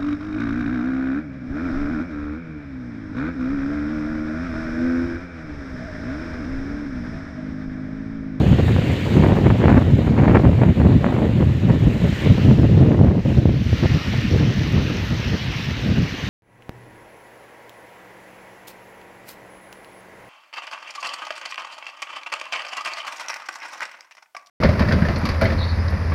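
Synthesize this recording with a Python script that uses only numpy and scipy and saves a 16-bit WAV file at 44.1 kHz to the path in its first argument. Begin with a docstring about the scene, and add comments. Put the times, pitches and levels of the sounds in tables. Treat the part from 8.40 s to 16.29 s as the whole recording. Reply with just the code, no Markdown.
"""Storm wind in trees

Wind blows through a big broad-leaved tree and tall palms, whose leaves touch and rub in rushing waves.
In front, turbulence buffets the microphone: large eddies thump on the port, smaller ones flap, single
vortices slap, and the hardest gusts tear into a crackle. As it eases, a surge of foliage takes over."""
import sys
import numpy as np
from scipy import signal
from scipy.fft import rfft, irfft, next_fast_len
from scipy.io import wavfile
from scipy.ndimage import uniform_filter1d, minimum_filter1d

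SR = 44100
rng = np.random.default_rng(int(sys.argv[2]) if len(sys.argv) > 2 else 0)


def wav_out(sig):
    """Save sig, one row per channel (or a flat mono array), as 16-bit PCM at SR to the path in sys.argv[1]."""
    wavfile.write(sys.argv[1], SR, np.round(np.clip(np.atleast_2d(sig).T, -1, 1) * 32767).astype(np.int16))


N = 347949

# Relative spectral densities of all crowns, palm fronds and leaf edges: frequency_hz, level_db
RUSH_SPECTRUM = [(300, -2), (700, -5), (1100, -3.5), (1500, -2), (1820, 1.5), (2150, 0), (2500, -1),
                 (2880, -1), (3250, -5), (3900, -6.5), (4700, -15.5), (6000, -34)]
HISS_SPECTRUM = [(3000, 2), (3700, -2.5), (4150, 1), (4600, -0.5), (5200, -1.5), (5650, -1.5), (6200, -5.5),
                 (7000, -18), (8000, -32.5), (10500, -26.5), (12200, -24.5), (13350, -18.5), (14300, -25),
                 (15500, -37)]
SIZZLE_SPECTRUM = [(5000, -20), (6300, -1.5), (7100, 1.5), (7700, -4), (8500, -6.5), (9500, -11.5),
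                   (11000, -15), (12500, -13), (13600, -8.5), (14400, -10.5), (15500, -13)]
# Wind in the near broad-leaved tree and in the palms behind it: time_s, strength_db
TREE_WIND = [(0.0, -42.5), (0.75, -40), (0.92, -44.5), (2.1, -48), (3.0, -47), (3.55, -45), (3.82, -39),
             (3.92, -43.5), (4.44, -49), (4.52, -51), (4.8, -55), (4.9, -46), (5.2, -56.5), (5.29, -47.5),
             (5.85, -45), (6.05, -50.5), (7.89, -47.5)]
PALM_WIND = [(0.0, -53.5), (0.6, -48), (1.5, -55), (3.1, -56), (3.55, -51.5), (3.87, -45.5), (4.05, -43.5),
             (4.13, -49), (4.75, -54.5), (4.9, -50), (5.13, -48), (5.42, -39.5), (6.15, -40.5),
             (7.22, -39.5), (7.55, -41.5), (7.89, -40)]
# Relative spectral densities of the eddies, from largest to finest: frequency_hz, level_db
SWELL_SPECTRUM = [(30, -20), (45, -3), (62, -1), (85, 2), (130, -15)]
THUMP_SPECTRUM = [(25, -39.5), (40, -18.5), (60, -6), (85, 0), (115, 1), (165, -2.5), (230, -9),
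                  (320, -19.5), (500, -52)]
FLAP_SPECTRUM = [(130, -20), (200, 1.5), (290, 0), (370, -4), (460, -7.5), (560, -10.5), (720, -20),
                 (1000, -37.5), (2000, -36.5)]
TEAR_SPECTRUM = [(380, -25), (480, 8), (620, 7.5), (850, 3.5), (1050, -1), (1300, -11.5), (1700, -16.5),
                 (2200, -27.5), (3000, -39.5), (4500, -49)]
SPUTTER_SPECTRUM = [(900, -2.5), (1400, -1), (1900, -2.5), (2400, -5.5), (3100, -19), (4500, -32)]
# Wind over the port, where roughness favours the smaller eddies: time_s, strength_db, roughness_db
PORT_WIND = [(0.0, -22, 1), (0.23, -27, -5.5), (0.43, -25.5, 0), (0.75, -24.5, 1), (1.31, -20.5, 1.5),
             (1.48, -24.5, -1), (1.73, -22, 1.5), (2.31, -24, -2.5), (2.84, -23.5, 1), (3.19, -28, -4.5),
             (3.82, -29, 0), (4.25, -21.5, -4.5), (4.75, -27, -0.5), (5.07, -31.5, -6), (5.72, -35, -4.5),
             (6.14, -30, -4), (6.6, -35, -3), (7.89, -37.5, -3)]
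# Gusts on top of that wind: start_s, length_s, strength_db, roughness_db
GUSTS = [(0.08, 0.082, -29, -7), (0.182, 0.027, -21.5, 4), (0.279, 0.013, -27.5, 16.5),
         (0.324, 0.047, -37, -6), (0.762, 0.048, -20, -1.5), (0.811, 0.12, -19, 3.5),
         (0.968, 0.027, -23, 5), (1.102, 0.017, -23, 13), (1.209, 0.054, -19, 4.5), (1.273, 0.15, -19, 5),
         (1.522, 0.034, -30, -18), (1.706, 0.018, -23.5, -2), (1.825, 0.18, -19, 3), (1.942, 0.035, -13, 5),
         (2.036, 0.065, -21, -6), (2.214, 0.057, -28, 12), (2.39, 0.11, -26, 3.5),
         (2.541, 0.045, -31.5, -17), (2.632, 0.029, -26, 13), (2.694, 0.14, -26, 6.5), (3, 0.037, -23.5, 5),
         (3.279, 0.084, -21.5, -0.5), (3.47, 0.018, -31.5, -11.5), (3.634, 0.028, -21, -2),
         (3.836, 0.12, -28.5, -3.5), (3.892, 0.039, -27.5, -12), (3.965, 0.038, -18.5, -1),
         (4.063, 0.061, -23.5, -5), (4.23, 0.026, -17, -5), (4.37, 0.12, -24.5, -2),
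         (4.591, 0.14, -23.5, -2), (4.766, 0.02, -22, -3), (4.853, 0.015, -20.5, 1.5),
         (4.949, 0.05, -23, -5), (5.052, 0.13, -30.5, -6.5), (5.426, 0.042, -20.5, 0.5),
         (5.547, 0.029, -25.5, -7), (5.735, 0.014, -23.5, 2.5), (5.911, 0.17, -24, -2),
         (6.354, 0.076, -23.5, -1), (6.926, 0.03, -25.5, -1), (7.46, 0.067, -27, -4.5),
         (7.556, 0.092, -34.5, -10.5)]
# Stalls of the flow: start_s, length_s
STALLS = [(0.152, 0.02), (0.992, 0.045), (2.308, 0.047), (2.614, 0.045), (3.184, 0.039), (3.732, 0.1),
          (3.96, 0.048), (4.28, 0.04), (4.795, 0.082), (5.221, 0.034), (5.344, 0.047), (5.575, 0.067),
          (6.227, 0.051), (7.73, 0.1)]
# Change of eddy strength in a stall: thump_db, flap_db, tear_db
STALL_DB = [-6.5, -5.5, -6.5]
# Eddy strength at saturation: thump_db, flap_db, tear_db
SATURATION_DB = [-4.5, -10, -12]
# Single vortices striking the port, with relative levels: time_s, body_db, core_db
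VORTICES = [(0.362, -13, -24), (1.101, -16, -20), (1.28, -4, -15), (1.855, -27, -22), (2.642, -18, -16.5),
            (2.663, -22, -22), (4.109, -2, -27), (4.611, 11, -36), (4.945, -12, -39), (5.054, 8.5, -43),
            (5.091, 4, -47), (5.328, 2.5, -50)]


def from_db(db):
    """Amplitude grows tenfold with every 20 decibels."""
    return 10 ** (np.asarray(db) / 20)


def unit_power(x):
    """Division by the root mean square gives a signal unit power."""
    return x / np.sqrt(np.mean(x ** 2) + 1e-20)


def curves(rows):
    """Linear interpolation gives each column of a timed table a value at every sample."""
    times_s, *columns = np.transpose(rows)
    return [np.interp(np.arange(N) / SR, times_s, column) for column in columns]


def drift(rate_hz):
    """Low-pass filtered noise wanders slowly, with a spread of about one."""
    step, settling = 20, 4000
    pole = np.exp(-2 * np.pi * step * rate_hz / SR)
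    noise = rng.standard_normal(N // step + settling + 2)
    slow = signal.lfilter([1], [1, -2 * pole, pole * pole], noise)[settling:]
    return np.interp(np.arange(N) / step, np.arange(len(slow)), unit_power(slow))


def coloured(x, spectrum):
    """Filtering multiplies spectra; the gain falls 24 dB an octave past the table's ends. Unit power."""
    size = next_fast_len(N)
    octave = np.log2(np.maximum(np.arange(size // 2 + 1) * SR / size, 1))
    hz, level_db = np.transpose(spectrum)
    beyond = np.abs(octave - np.clip(octave, np.log2(hz[0]), np.log2(hz[-1])))
    gain = from_db(np.interp(octave, np.log2(hz), level_db) - 24 * beyond)
    return unit_power(irfft(rfft(x, size) * gain, size)[:N])


def evened(x, span_s):
    """Division by the running envelope steadies the power and keeps the faster fluctuations."""
    width = max(int(span_s * SR), 2)
    power = uniform_filter1d(uniform_filter1d(x ** 2, width), width)
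    return x / np.sqrt(np.maximum(power, 0) + 1e-9)


def shot_noise(per_s, spread_db):
    """A Poisson process: independent clicks of random size and sign."""
    sizes = from_db(spread_db * np.minimum(rng.exponential(1, N), 5))
    return unit_power((rng.random(N) < per_s / SR) * sizes * rng.choice([-1, 1], N))


def leaves(spectrum, per_s, spread_db, swish_db):
    """Impact and friction of countless leaves; each clump has its own band and swells as it sways."""
    touches = coloured(shot_noise(per_s, spread_db) + rng.standard_normal(N), spectrum)
    size = next_fast_len(N)
    whole, rustle = rfft(touches, size), 0
    edges_hz = np.geomspace(1200, 7000, num=11)
    clump = np.searchsorted(edges_hz, np.arange(len(whole)) * SR / size)
    for k in range(clump.max() + 1):
        band = irfft(whole * (clump == k), size)[:N]
        rustle = rustle + band * from_db(swish_db * drift(rate_hz=8.3))
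    return unit_power(rustle)


def foliage():
    """Incoherent sources add in power: all crowns rush, palm fronds hiss, near leaf edges sizzle."""
    tree, palms = from_db(curves(TREE_WIND) + curves(PALM_WIND))
    crowns = np.hypot(tree, palms)
    rush = crowns * from_db(6.5) * leaves(RUSH_SPECTRUM, per_s=9000, spread_db=2.0, swish_db=1.57)
    hiss = palms * from_db(-0.5) * leaves(HISS_SPECTRUM, per_s=3200, spread_db=4.0, swish_db=1.5)
    sizzle = tree * from_db(-11.5) * leaves(SIZZLE_SPECTRUM, per_s=700, spread_db=2.4, swish_db=0.9)
    return rush + hiss + sizzle


def suction_dip(t, half_width_s):
    """Pressure falls towards the centre of a passing vortex."""
    return -1 / (1 + (t / half_width_s) ** 2)


def vortex_slaps(body_s, core_s, body_gain_db, core_gain_db, port_hz):
    """A vortex is a broad pressure dip with a sharp core; the port, a high-pass, makes it swing back."""
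    pressure = np.zeros(N)
    t = np.arange(-SR // 50, SR // 50) / SR - 0.002
    for time_s, body_db, core_db in VORTICES:
        body = from_db(body_db + body_gain_db) * suction_dip(t, body_s)
        core = from_db(core_db + core_gain_db) * suction_dip(t, core_s)
        start = int(time_s * SR) - len(t) // 2
        pressure[start:start + len(t)] += body + core
    rounded = signal.sosfilt(signal.butter(4, 2400, fs=SR, output="sos"), pressure)
    return signal.sosfilt(signal.butter(2, port_hz, "high", fs=SR, output="sos"), rounded)


def plateau(start_s, length_s, rise_s=0.005, fall_s=0.012):
    """A trapezoidal envelope arrives abruptly, holds and lets go; returns its samples and shape."""
    end_s = start_s + length_s
    at = np.arange(max(int((start_s - rise_s) * SR), 0), min(int((end_s + fall_s) * SR), N))
    rise, fall = (at / SR - start_s) / rise_s, (end_s - at / SR) / fall_s
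    return at, np.clip(np.minimum(rise, fall) + 0.5, 0, 1)


def cascade(strength_db, roughness_db, middling_db=-28):
    """The energy cascade: rough flow shifts power from the thumping eddies to the tearing ones."""
    large_db = middling_db + 0.92 * (strength_db - middling_db)  # large eddies vary less than the flow
    thump_db = large_db + 8 - roughness_db
    flap_db = strength_db - 0.1
    tear_db = strength_db - 12 + roughness_db
    return from_db([thump_db, flap_db, tear_db]) ** 2


def saturated(power):
    """Saturation flattens the hardest gusts into a sustained roar."""
    full_power = from_db(SATURATION_DB)[:, None] ** 2
    return power / np.hypot(1, power / full_power)


def eddy_amplitudes(wander_hz=9, fitful_below_db=-30, sag_db_per_s=14.5):
    """Wind and gusts add in power to drive thump, flap and tear; a stall weakens all three."""
    wind_db, wind_roughness_db = curves(PORT_WIND)
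    # The eddies swell and fade at random, partly together; a light wind is more fitful.
    wander_db = 2 + 0.0627 * np.maximum(fitful_below_db - wind_db, 0)
    shared = drift(wander_hz)
    separate = np.array([drift(wander_hz) for _ in range(3)])
    power = cascade(wind_db, wind_roughness_db) * from_db(wander_db * (shared + separate)) ** 2
    for start_s, length_s, strength_db, roughness_db in GUSTS:
        at, shape = plateau(start_s, length_s)
        sag = from_db(-sag_db_per_s * (at / SR - start_s))  # a gust is strongest as it arrives
        power[:, at] += np.outer(cascade(strength_db, roughness_db), (shape * sag) ** 2)
    stalled = np.zeros(N)
    for start_s, length_s in STALLS:
        at, shape = plateau(start_s, length_s)
        stalled[at] += shape
    return np.sqrt(saturated(power)) * from_db(np.outer(STALL_DB, stalled))


def buffeting():
    """Intermittency: large eddies break up, so flaps and crackle come in bursts and on suction peaks."""
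    thump_gain, flap_gain, tear_gain = eddy_amplitudes()
    bursts = drift(rate_hz=30)
    thump = evened(coloured(rng.standard_normal(N), THUMP_SPECTRUM), span_s=0.067)
    suction = np.clip(-thump, -2, 2)
    flutter = rng.standard_normal(N) * from_db(2.0 * bursts + 2.27 * suction)
    crackle = shot_noise(per_s=650, spread_db=-2.0) * from_db(2.0 * bursts + 2.2 * suction)
    flap = evened(coloured(flutter, FLAP_SPECTRUM), span_s=0.029)
    tear = evened(coloured(crackle, TEAR_SPECTRUM), span_s=0.047)
    swell = evened(coloured(rng.standard_normal(N), SWELL_SPECTRUM), span_s=0.25)
    sputter = evened(coloured(crackle, SPUTTER_SPECTRUM), span_s=0.13)
    pressure = (swell * thump_gain ** 0.5 * from_db(-20.5)  # persists in slow air
                + thump * thump_gain * from_db(-0.57)
                + flap * flap_gain * from_db(1.0)
                + tear * tear_gain * from_db(0.1)
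                + sputter * tear_gain ** 1.723 * from_db(12))  # emerges in the hardest gusts
    leak = signal.butter(2, 35, "high", fs=SR, output="sos")  # the port leaks the slowest swings away
    return signal.sosfilt(leak, pressure * from_db(1.55 * bursts))


def scene():
    """Superposition: the wind on the port and the sound of the trees sum in one channel."""
    slaps = vortex_slaps(body_s=0.00065, core_s=0.00014, body_gain_db=-6, core_gain_db=17, port_hz=91)
    return (buffeting() + slaps + foliage())[None, :]


def limiter(x, ceiling, hold_s):
    """Peak limiting: the gain dips smoothly around every peak that would pass the ceiling."""
    width = max(int(hold_s * SR), 2)
    needed_gain = np.minimum(1, ceiling / (np.abs(x) + 1e-9))
    return x * uniform_filter1d(minimum_filter1d(needed_gain, width), width)


def record(dry):
    """Finite headroom and bandwidth: peaks are limited and a steep low-pass cuts the highest treble."""
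    cutoff_hz = 15500
    limited = limiter(dry, ceiling=1.0, hold_s=0.005)
    return signal.sosfilt(signal.ellip(12, 0.2, 90, cutoff_hz, fs=SR, output="sos"), limited)


dry = scene()
out = record(dry)
wav_out(out)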